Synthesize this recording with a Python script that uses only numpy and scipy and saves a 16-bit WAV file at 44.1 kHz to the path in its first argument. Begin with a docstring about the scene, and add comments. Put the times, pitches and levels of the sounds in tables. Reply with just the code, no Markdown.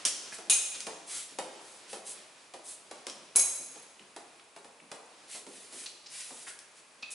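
"""A felt duster wipes a whiteboard in quick strokes, hissing by sliding friction.
Stick-slip makes it squeak. As the strokes turn, the loose panel knocks against the wall and booms
in its modes. The duster's hard back clacks, and twice something metal, probably the frame, gives
a loud double clink. The bare classroom reverberates over a faint, steady noise."""
import sys
import numpy as np
from scipy import signal
from scipy.fft import rfft, irfft, next_fast_len
from scipy.io import wavfile
from scipy.ndimage import uniform_filter1d, minimum_filter1d, map_coordinates

SR = 44100
rng = np.random.default_rng(int(sys.argv[2]) if len(sys.argv) > 2 else 0)


def to_wav(s):
    """Save 16-bit WAV."""
    ch = np.atleast_2d(s).T  # columns
    pcm = np.round(np.clip(ch, -1, 1) * 32767)  # PCM
    wavfile.write(sys.argv[1], SR, pcm.astype(np.int16))


N = 314857
TIME = np.arange(N) / SR
AGE = np.arange(SR // 5) / SR  # time since a contact
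TOP_HZ = 11080  # upper band limit

# reverberation time of the late field: f/Hz, T60/s
REVERB_TIME = [(150, 0.79), (500, 1.0), (1200, 1), (3000, 1), (7000, 0.902), (11000, 0.74)]
# stereo width of the diffuse field: f/Hz, side relative to mid/dB
SIDE_GAIN = [(60, -13), (110, -20), (190, -13), (350, -12.5), (630, -9.5), (1120, -5.5), (2020, -5.5),
             (3630, -7), (6520, -7), (11700, -11.5)]
# steady room noise: f/Hz, level/dB
AIR_SPECTRUM = [(15, -54), (25, -24.5), (59, -14.5), (229, -7.5), (651, 0), (721, -4), (1080, -1.5),
                (1360, -5), (2160, -7), (2510, -1.5), (2850, -8), (5820, -12), (10200, -8), (11000, -13),
                (14300, -42), (22000, -120)]
# light brushing of the felt: f/Hz, level/dB
BRUSH_SPECTRUM = [(60, -23.5), (150, -2), (400, 6), (1500, 1.5), (5000, 0.5), (11000, -7.5)]
# envelope of that brushing: t/s, level/dB
BRUSH_ENVELOPE = [(0, 12.5), (.25, 7.5), (1.7, 5), (2.4, 3.5), (3.2, 2), (4.1, 0), (4.8, -9), (5.1, 1),
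                  (7, -1.5)]
# the duster catching and slipping: t/s, level/dB, f/Hz, duration/s, roughness (0-1)
SQUEAK_EVENTS = [(0.321, -45.5, 1797, 0.012, 0.38), (0.739, -42, 4273, 0.0263, 0.45),
                 (3.993, -54.5, 2600, 0.0058, 0.38), (4.396, -58, 2650, 0.006, 0.42),
                 (4.8, -57, 2533, 0.0049, 0.45), (5.859, -40.5, 4426, 0.011, 0.34),
                 (6.059, -46.5, 4690, 0.016, 0.28), (6.466, -45, 1690, 0.0224, 0.44),
                 (7.024, -43, 3708, 0.013, 0.37), (7.029, -39.5, 2569, 0.0077, 0.02)]
# the panel striking the wall: t/s, level/dB, contact corner f/Hz
PANEL_KNOCKS = [(0.052, -45.5, 600), (0.384, -45.5, 850), (0.469, -54, 300), (0.499, -46, 1000),
                (0.757, -55, 160), (0.867, -38, 1010), (1.315, -55, 200), (1.386, -35, 1060),
                (1.929, -41, 840), (2.537, -45, 1000), (2.911, -44.5, 990), (3.067, -44.5, 1010),
                (3.159, -59, 170), (3.353, -43.5, 1100), (3.372, -44.5, 1100), (3.589, -55.5, 140),
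                (3.757, -52.5, 806), (4.000, -56, 151), (4.162, -45, 1105), (4.562, -49.5, 1076),
                (4.645, -51.5, 970), (4.808, -58.5, 150), (4.915, -42, 980), (5.347, -49.5, 696),
                (5.465, -46, 403), (5.724, -50, 410), (6.304, -48.5, 702)]
# envelope of the panel's modes: f/Hz, level/dB
PANEL_SPECTRUM = [(120, -17.5), (170, -7.5), (270, -2), (400, -0.5), (650, 0.5), (950, -1), (1300, -8.5),
                  (2000, -9)]
# contact of panel and wall: f/Hz, level/dB
TICK_SPECTRUM = [(100, -44), (300, 12.5), (1200, 4.5), (2500, 5.5), (5000, 3.5), (7000, 2), (10500, 4)]
# impacts of the duster's back: t/s, level/dB, contact corner f/Hz
SHELL_IMPACTS = [(0.0516, -24, 10000), (0.0549, -31, 18000), (0.805, -41, 8000), (3.0681, -41.5, 5650),
                 (3.098, -46, 5840), (6.59, -50.5, 15000)]
# modes of the duster's back: f/Hz, bandwidth/Hz, level/dB
SHELL_MODES = [(1420, 1100, -6), (3210, 484, 2), (5450, 780, 8), (6060, 820, 3), (7840, 340, -12),
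               (9140, 480, 0), (11500, 250, 11.5)]
# contact of the duster's back: f/Hz, level/dB
SNAP_SPECTRUM = [(100, -25), (400, -17), (1500, -6), (3000, -2), (5500, 2.5), (11000, 9)]
# blows on the metal: t/s, level/dB, place between two spots (0-1)
METAL_BLOWS = [(0.498, -17.5, 0), (0.526, -27, 0.3), (3.359, -17.5, 0.97), (3.395, -24.5, 0.8)]
# modes of the metal: f/Hz, bandwidth/Hz, level at the first spot/dB, level at the second/dB
METAL_MODES = [(2238, 39, -24, -16.5), (2478, 37, -7.5, -18), (2800, 250, -6, -47.5), (3890, 570, 1, -44),
               (3996, 63, -11, -12.5), (4810, 150, -11, -15.5), (5500, 150, -10, -10), (6310, 46, -2.5, -8),
               (6528, 69, -2, -3.5), (6520, 42, 0, -7), (6870, 31, -7.5, -14.5), (7600, 45, -5, -30.5),
               (7240, 146, -5, -28), (8080, 54, -6, -2.5), (8480, 25, -11.5, -6), (8366, 18.8, -27.5, -1.5),
               (8910, 36, -4, -26), (9130, 88, 2, -32.5), (9560, 30, 0, -29.5), (9976, 194, -3, -8.5),
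               (10320, 77, -5, -13), (10510, 33.8, -5, 7.5), (10770, 82, -3, -2)]
# contact with the metal: f/Hz, level/dB
STRIKE_SPECTRUM = [(100, -50.5), (500, -7), (2000, -8), (5000, -7.5), (7000, 6.5), (11000, -4.5)]
# strokes of the felt: t/s, duration/s, level/dB, added scrape gain/dB
FELT_STROKES = [(0.317, 0.061, -38.5, -8.5), (0.377, 0.0416, -48, -8.5), (1.056, 0.23, -34.5, -8),
                (1.276, 0.075, -58, 9), (1.579, 0.28, -50.5, -7.5), (1.873, .135, -43, -5.5),
                (2.045, 0.11, -36.5, -15.5), (2.127, 0.135, -63.5, 8), (2.634, 0.15, -39, -20),
                (5.271, 0.16, -40.5, -5), (5.448, 0.34, -48.5, -4.5), (5.698, 0.23, -40, -7.5),
                (6.084, 0.26, -39.5, -4.5), (6.221, 0.38, -44, -11), (6.465, 0.0575, -39, -4.5),
                (6.744, 0.077, -54, -2), (7.099, .048, -36, -17)]
# fine hiss of the fibres: f/Hz, level/dB
HISS_SPECTRUM = [(1500, -25), (3500, -10.5), (6000, -7.5), (8000, -1), (10500, -1)]
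# coarse scrape of the felt: f/Hz, level/dB
SCRAPE_SPECTRUM = [(150, -20), (400, -15), (1000, -10.5), (2000, -2), (3500, -1.5), (5500, -2), (9000, -7)]


def amp(db):
    """Amplitude ratio of a level: 20 dB to a factor of ten."""
    return 10 ** (np.asarray(db) / 20)


def unit(x):
    """Power normalisation to rms 1."""
    return x / np.sqrt(np.mean(x ** 2) + 1e-20)


def burst(x):
    """Energy normalisation to that of 10 ms at rms 1."""
    return x * np.sqrt(SR / 100 / (np.sum(x ** 2) + 1e-20))


def along(points, hz):
    """Interpolation of (f/Hz, value) points on a logarithmic frequency axis."""
    f, values = np.transpose(points)
    return np.interp(np.log(hz + 1), np.log(f), values)


def filtered(x, response):
    """Linear filtering: the spectrum is multiplied by a frequency response."""
    n = x.shape[-1]
    padded = next_fast_len(n + SR // 4)
    return irfft(rfft(x, padded) * response(np.fft.rfftfreq(padded, 1 / SR)), padded)[..., :n]


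def coloured(x, spectrum):
    """Spectral shaping by (f/Hz, level/dB) points."""
    return filtered(x, lambda hz: amp(along(spectrum, hz)))


def wobble(rate, size=N):
    """Smooth random modulation: a spline through `rate` Gaussian knots a second."""
    knots = rng.standard_normal(int(size * rate / SR) + 4)
    return map_coordinates(knots, [np.arange(size) * rate / SR])


def ring(hz, width, db, swell_cycles):
    """Modal superposition: each mode builds up over its own cycles and decays as its bandwidth sets."""
    hz, width, db = (np.asarray(v)[:, None] for v in (hz, width, db))
    waves = np.sin(2 * np.pi * (hz * AGE + rng.random(hz.shape)))
    envelope = np.exp(-np.pi * width * AGE) * (1 - np.exp(-hz * AGE / swell_cycles))
    return burst(np.sum(amp(db) * np.sqrt(width) * envelope * waves, axis=0))


def contact_db(hz, corner_hz):
    """A contact of finite duration acts as a low-pass filter on the excitation."""
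    return -10 * np.log10(1 + (hz / corner_hz) ** 4)


def click(response_db, smear_s):
    """Dispersion: bending waves spread a hard contact over a time of the order of smear_s."""
    hz = np.fft.rfftfreq(len(AGE), 1 / SR)
    group_delay = smear_s * (.3 + np.interp(hz, np.linspace(0, TOP_HZ, 40), rng.random(40)))
    phase = 2 * np.pi * np.cumsum(group_delay) * hz[1]
    magnitude = amp(response_db(hz)) / (1 + (hz / TOP_HZ) ** 30)
    wave = irfft(magnitude * np.exp(-1j * phase), len(AGE))
    return burst(wave * (AGE < AGE[-1] / 2))


def room(early_db, late_db, early_t60=0.26):
    """Impulse response: direct sound, then early and late reflections that decay exponentially."""
    n = 3 * SR // 4
    hz, t, noise = signal.stft(rng.standard_normal((2, n)), SR, nperseg=256)
    early = 10 ** (-3 * t / early_t60)
    late = 10 ** (-3 * t / along(REVERB_TIME, hz)[:, None])
    decay = np.hypot(amp(early_db) * unit(early), amp(late_db) * unit(late)) / np.sqrt(n)
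    noise[1] *= amp(along(SIDE_GAIN, hz))[:, None]
    mid, side = signal.istft(noise * decay, SR, nperseg=256)[1]
    mid[0] += 1  # direct sound
    return np.array([mid + side, mid - side])


def add(out, onset, sound, response):
    """Convolution with a room response places a sound in the mix at onset seconds."""
    start = round(onset * SR)
    heard = signal.fftconvolve(sound[None], response, axes=1)[:, :N - start]
    out[:, start:start + heard.shape[1]] += heard


def diffuse_noise(spectrum):
    """A diffuse field is partly coherent at two points: mid and side are independent noises."""
    mid, side = coloured(rng.standard_normal((2, N)), spectrum)
    side = coloured(side, SIDE_GAIN)
    return unit(np.array([mid + side, mid - side]))


def background(air_db=-60, brush_db=-62, drift_db=2):
    """Two diffuse fields add: steady room noise and the faint friction of lightly brushing felt."""
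    air = diffuse_noise(AIR_SPECTRUM)
    brush = diffuse_noise(BRUSH_SPECTRUM)
    effort_db = np.interp(TIME, *np.transpose(BRUSH_ENVELOPE)) + drift_db * wobble(7.4)
    return amp(air_db) * air + amp(brush_db + effort_db) * brush


def squeaks(overtone_db=-27, sag=0.048):
    """Stick-slip oscillation: the pitch sags as the grip eases, and roughness scatters the period."""
    out = np.zeros((2, N))
    for onset, level_db, pitch_hz, duration, roughness in SQUEAK_EVENTS:
        progress = np.minimum(AGE / duration, 1)
        pitch = pitch_hz * (1 + sag * (.5 - progress) + roughness * wobble(5000, len(AGE)))
        phase = 2 * np.pi * np.cumsum(pitch) / SR
        swell = np.sqrt(np.abs(np.sin(np.pi * progress)))
        chirp = swell * (np.sin(phase) + amp(overtone_db) * np.sin(2 * phase))
        add(out, onset, amp(level_db) * burst(chirp), room(early_db=-4, late_db=-2))
    return out


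def panel_knocks(width_hz=22, bounce_s=.0022, bounce_db=-2):
    """Plate vibration: the panel ticks twice on the wall and booms, its low modes swelling last."""
    out = np.zeros((2, N))
    grid = np.linspace(PANEL_SPECTRUM[0][0], PANEL_SPECTRUM[-1][0], 56)
    for onset, level_db, corner_hz in PANEL_KNOCKS:
        hz = grid + (grid[1] - grid[0]) * (rng.random(len(grid)) - .5)
        mode_db = along(PANEL_SPECTRUM, hz) + contact_db(hz, corner_hz)
        boom = ring(hz, np.full(len(hz), width_hz), mode_db, swell_cycles=3.4)
        add(out, onset, amp(level_db) * boom, room(early_db=-5.5, late_db=0))
        first, second = (click(lambda f: along(TICK_SPECTRUM, f), smear_s=.002) for _ in range(2))
        ticks = first + amp(bounce_db) * np.roll(second, round(bounce_s * SR))
        tick_db = level_db - 5 + 3 * np.log2(corner_hz / 1000)  # a softer, duller push ticks less
        add(out, onset, amp(tick_db) * ticks, room(early_db=1, late_db=-1))
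    return out


def duster_clacks(snap_db=-1):
    """Heavy damping: struck, the duster's hollow back rings for only a few milliseconds."""
    out = np.zeros((2, N))
    hz, width, mode_db = np.transpose(SHELL_MODES)
    for onset, level_db, corner_hz in SHELL_IMPACTS:
        shell = ring(hz, width, mode_db + contact_db(hz, corner_hz), swell_cycles=0.81)
        snap = click(lambda f: along(SNAP_SPECTRUM, f) + contact_db(f, corner_hz), smear_s=0.001446)
        add(out, onset, amp(level_db) * shell, room(early_db=-4, late_db=-3))
        add(out, onset, amp(level_db + snap_db) * snap, room(early_db=1, late_db=-4))
    return out


def metal_clinks(strike_db=-9):
    """Modal excitation: the place of the blow decides how strongly each mode of the metal rings."""
    out = np.zeros((2, N))
    hz, width, first_db, second_db = np.transpose(METAL_MODES)
    for onset, level_db, place in METAL_BLOWS:
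        modes = ring(hz, width, first_db + place * (second_db - first_db), swell_cycles=1)
        strike = click(lambda f: along(STRIKE_SPECTRUM, f), smear_s=0.000982)
        add(out, onset, amp(level_db) * modes, room(early_db=1, late_db=-0.5))
        add(out, onset, amp(level_db + strike_db) * strike, room(early_db=-1, late_db=1))
    return out


def hand_speed(progress, fastest_at=0.41):
    """Stroke kinematics: a skewed half sine, rising from rest and slowing more gently into the turn."""
    skew = np.log(.5) / np.log(fastest_at)
    return np.abs(np.sin(np.pi * np.clip(progress, 0, 1) ** skew))


def fibre_noise(spectrum, size, grain_db=2.5):
    """Incoherent summation: countless slipping fibres add up to a grainy noise."""
    slips = rng.standard_normal(size) * amp(grain_db * wobble(1500, size))
    return unit(coloured(slips, spectrum))


def wiping(speed_exponent=1.33, judder_db=1, hiss_db=-2, scrape_db=-3):
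    """Sliding friction: felt noise grows as a power of speed; pressing harder adds a coarse scrape."""
    out = np.zeros((2, N))
    t = TIME[:SR // 2]  # time since a stroke began
    for onset, duration, level_db, coarse_db in FELT_STROKES:
        juddering_db = level_db + judder_db * wobble(69.5, len(t))
        strength = hand_speed(t / duration) ** speed_exponent * amp(juddering_db)
        hiss = amp(hiss_db) * fibre_noise(HISS_SPECTRUM, len(t))
        scrape = amp(scrape_db + coarse_db) * fibre_noise(SCRAPE_SPECTRUM, len(t))
        add(out, onset, strength * (hiss + scrape), room(early_db=-2, late_db=-8))
    return out


def scene():
    """Superposition: the sounds at the board and the background add in the middle of the room."""
    return wiping() + panel_knocks() + duster_clacks() + metal_clinks() + squeaks() + background()


def record(dry, ceiling_db=-10, low_cut_hz=80):
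    """Band and peak limiting: a bass cut, a fast limiter on the loudest peaks, then a steep low-pass."""
    thin = signal.sosfilt(signal.butter(2, low_cut_hz, "highpass", fs=SR, output="sos"), dry)
    needed_gain = np.minimum(1, amp(ceiling_db) / (np.abs(thin).max(axis=0) + 1e-9))
    gain = uniform_filter1d(minimum_filter1d(needed_gain, size=60), size=30)
    return filtered(thin * gain, lambda hz: 1 / (1 + (hz / TOP_HZ) ** 200))


dry = scene()
out = record(dry)
to_wav(out)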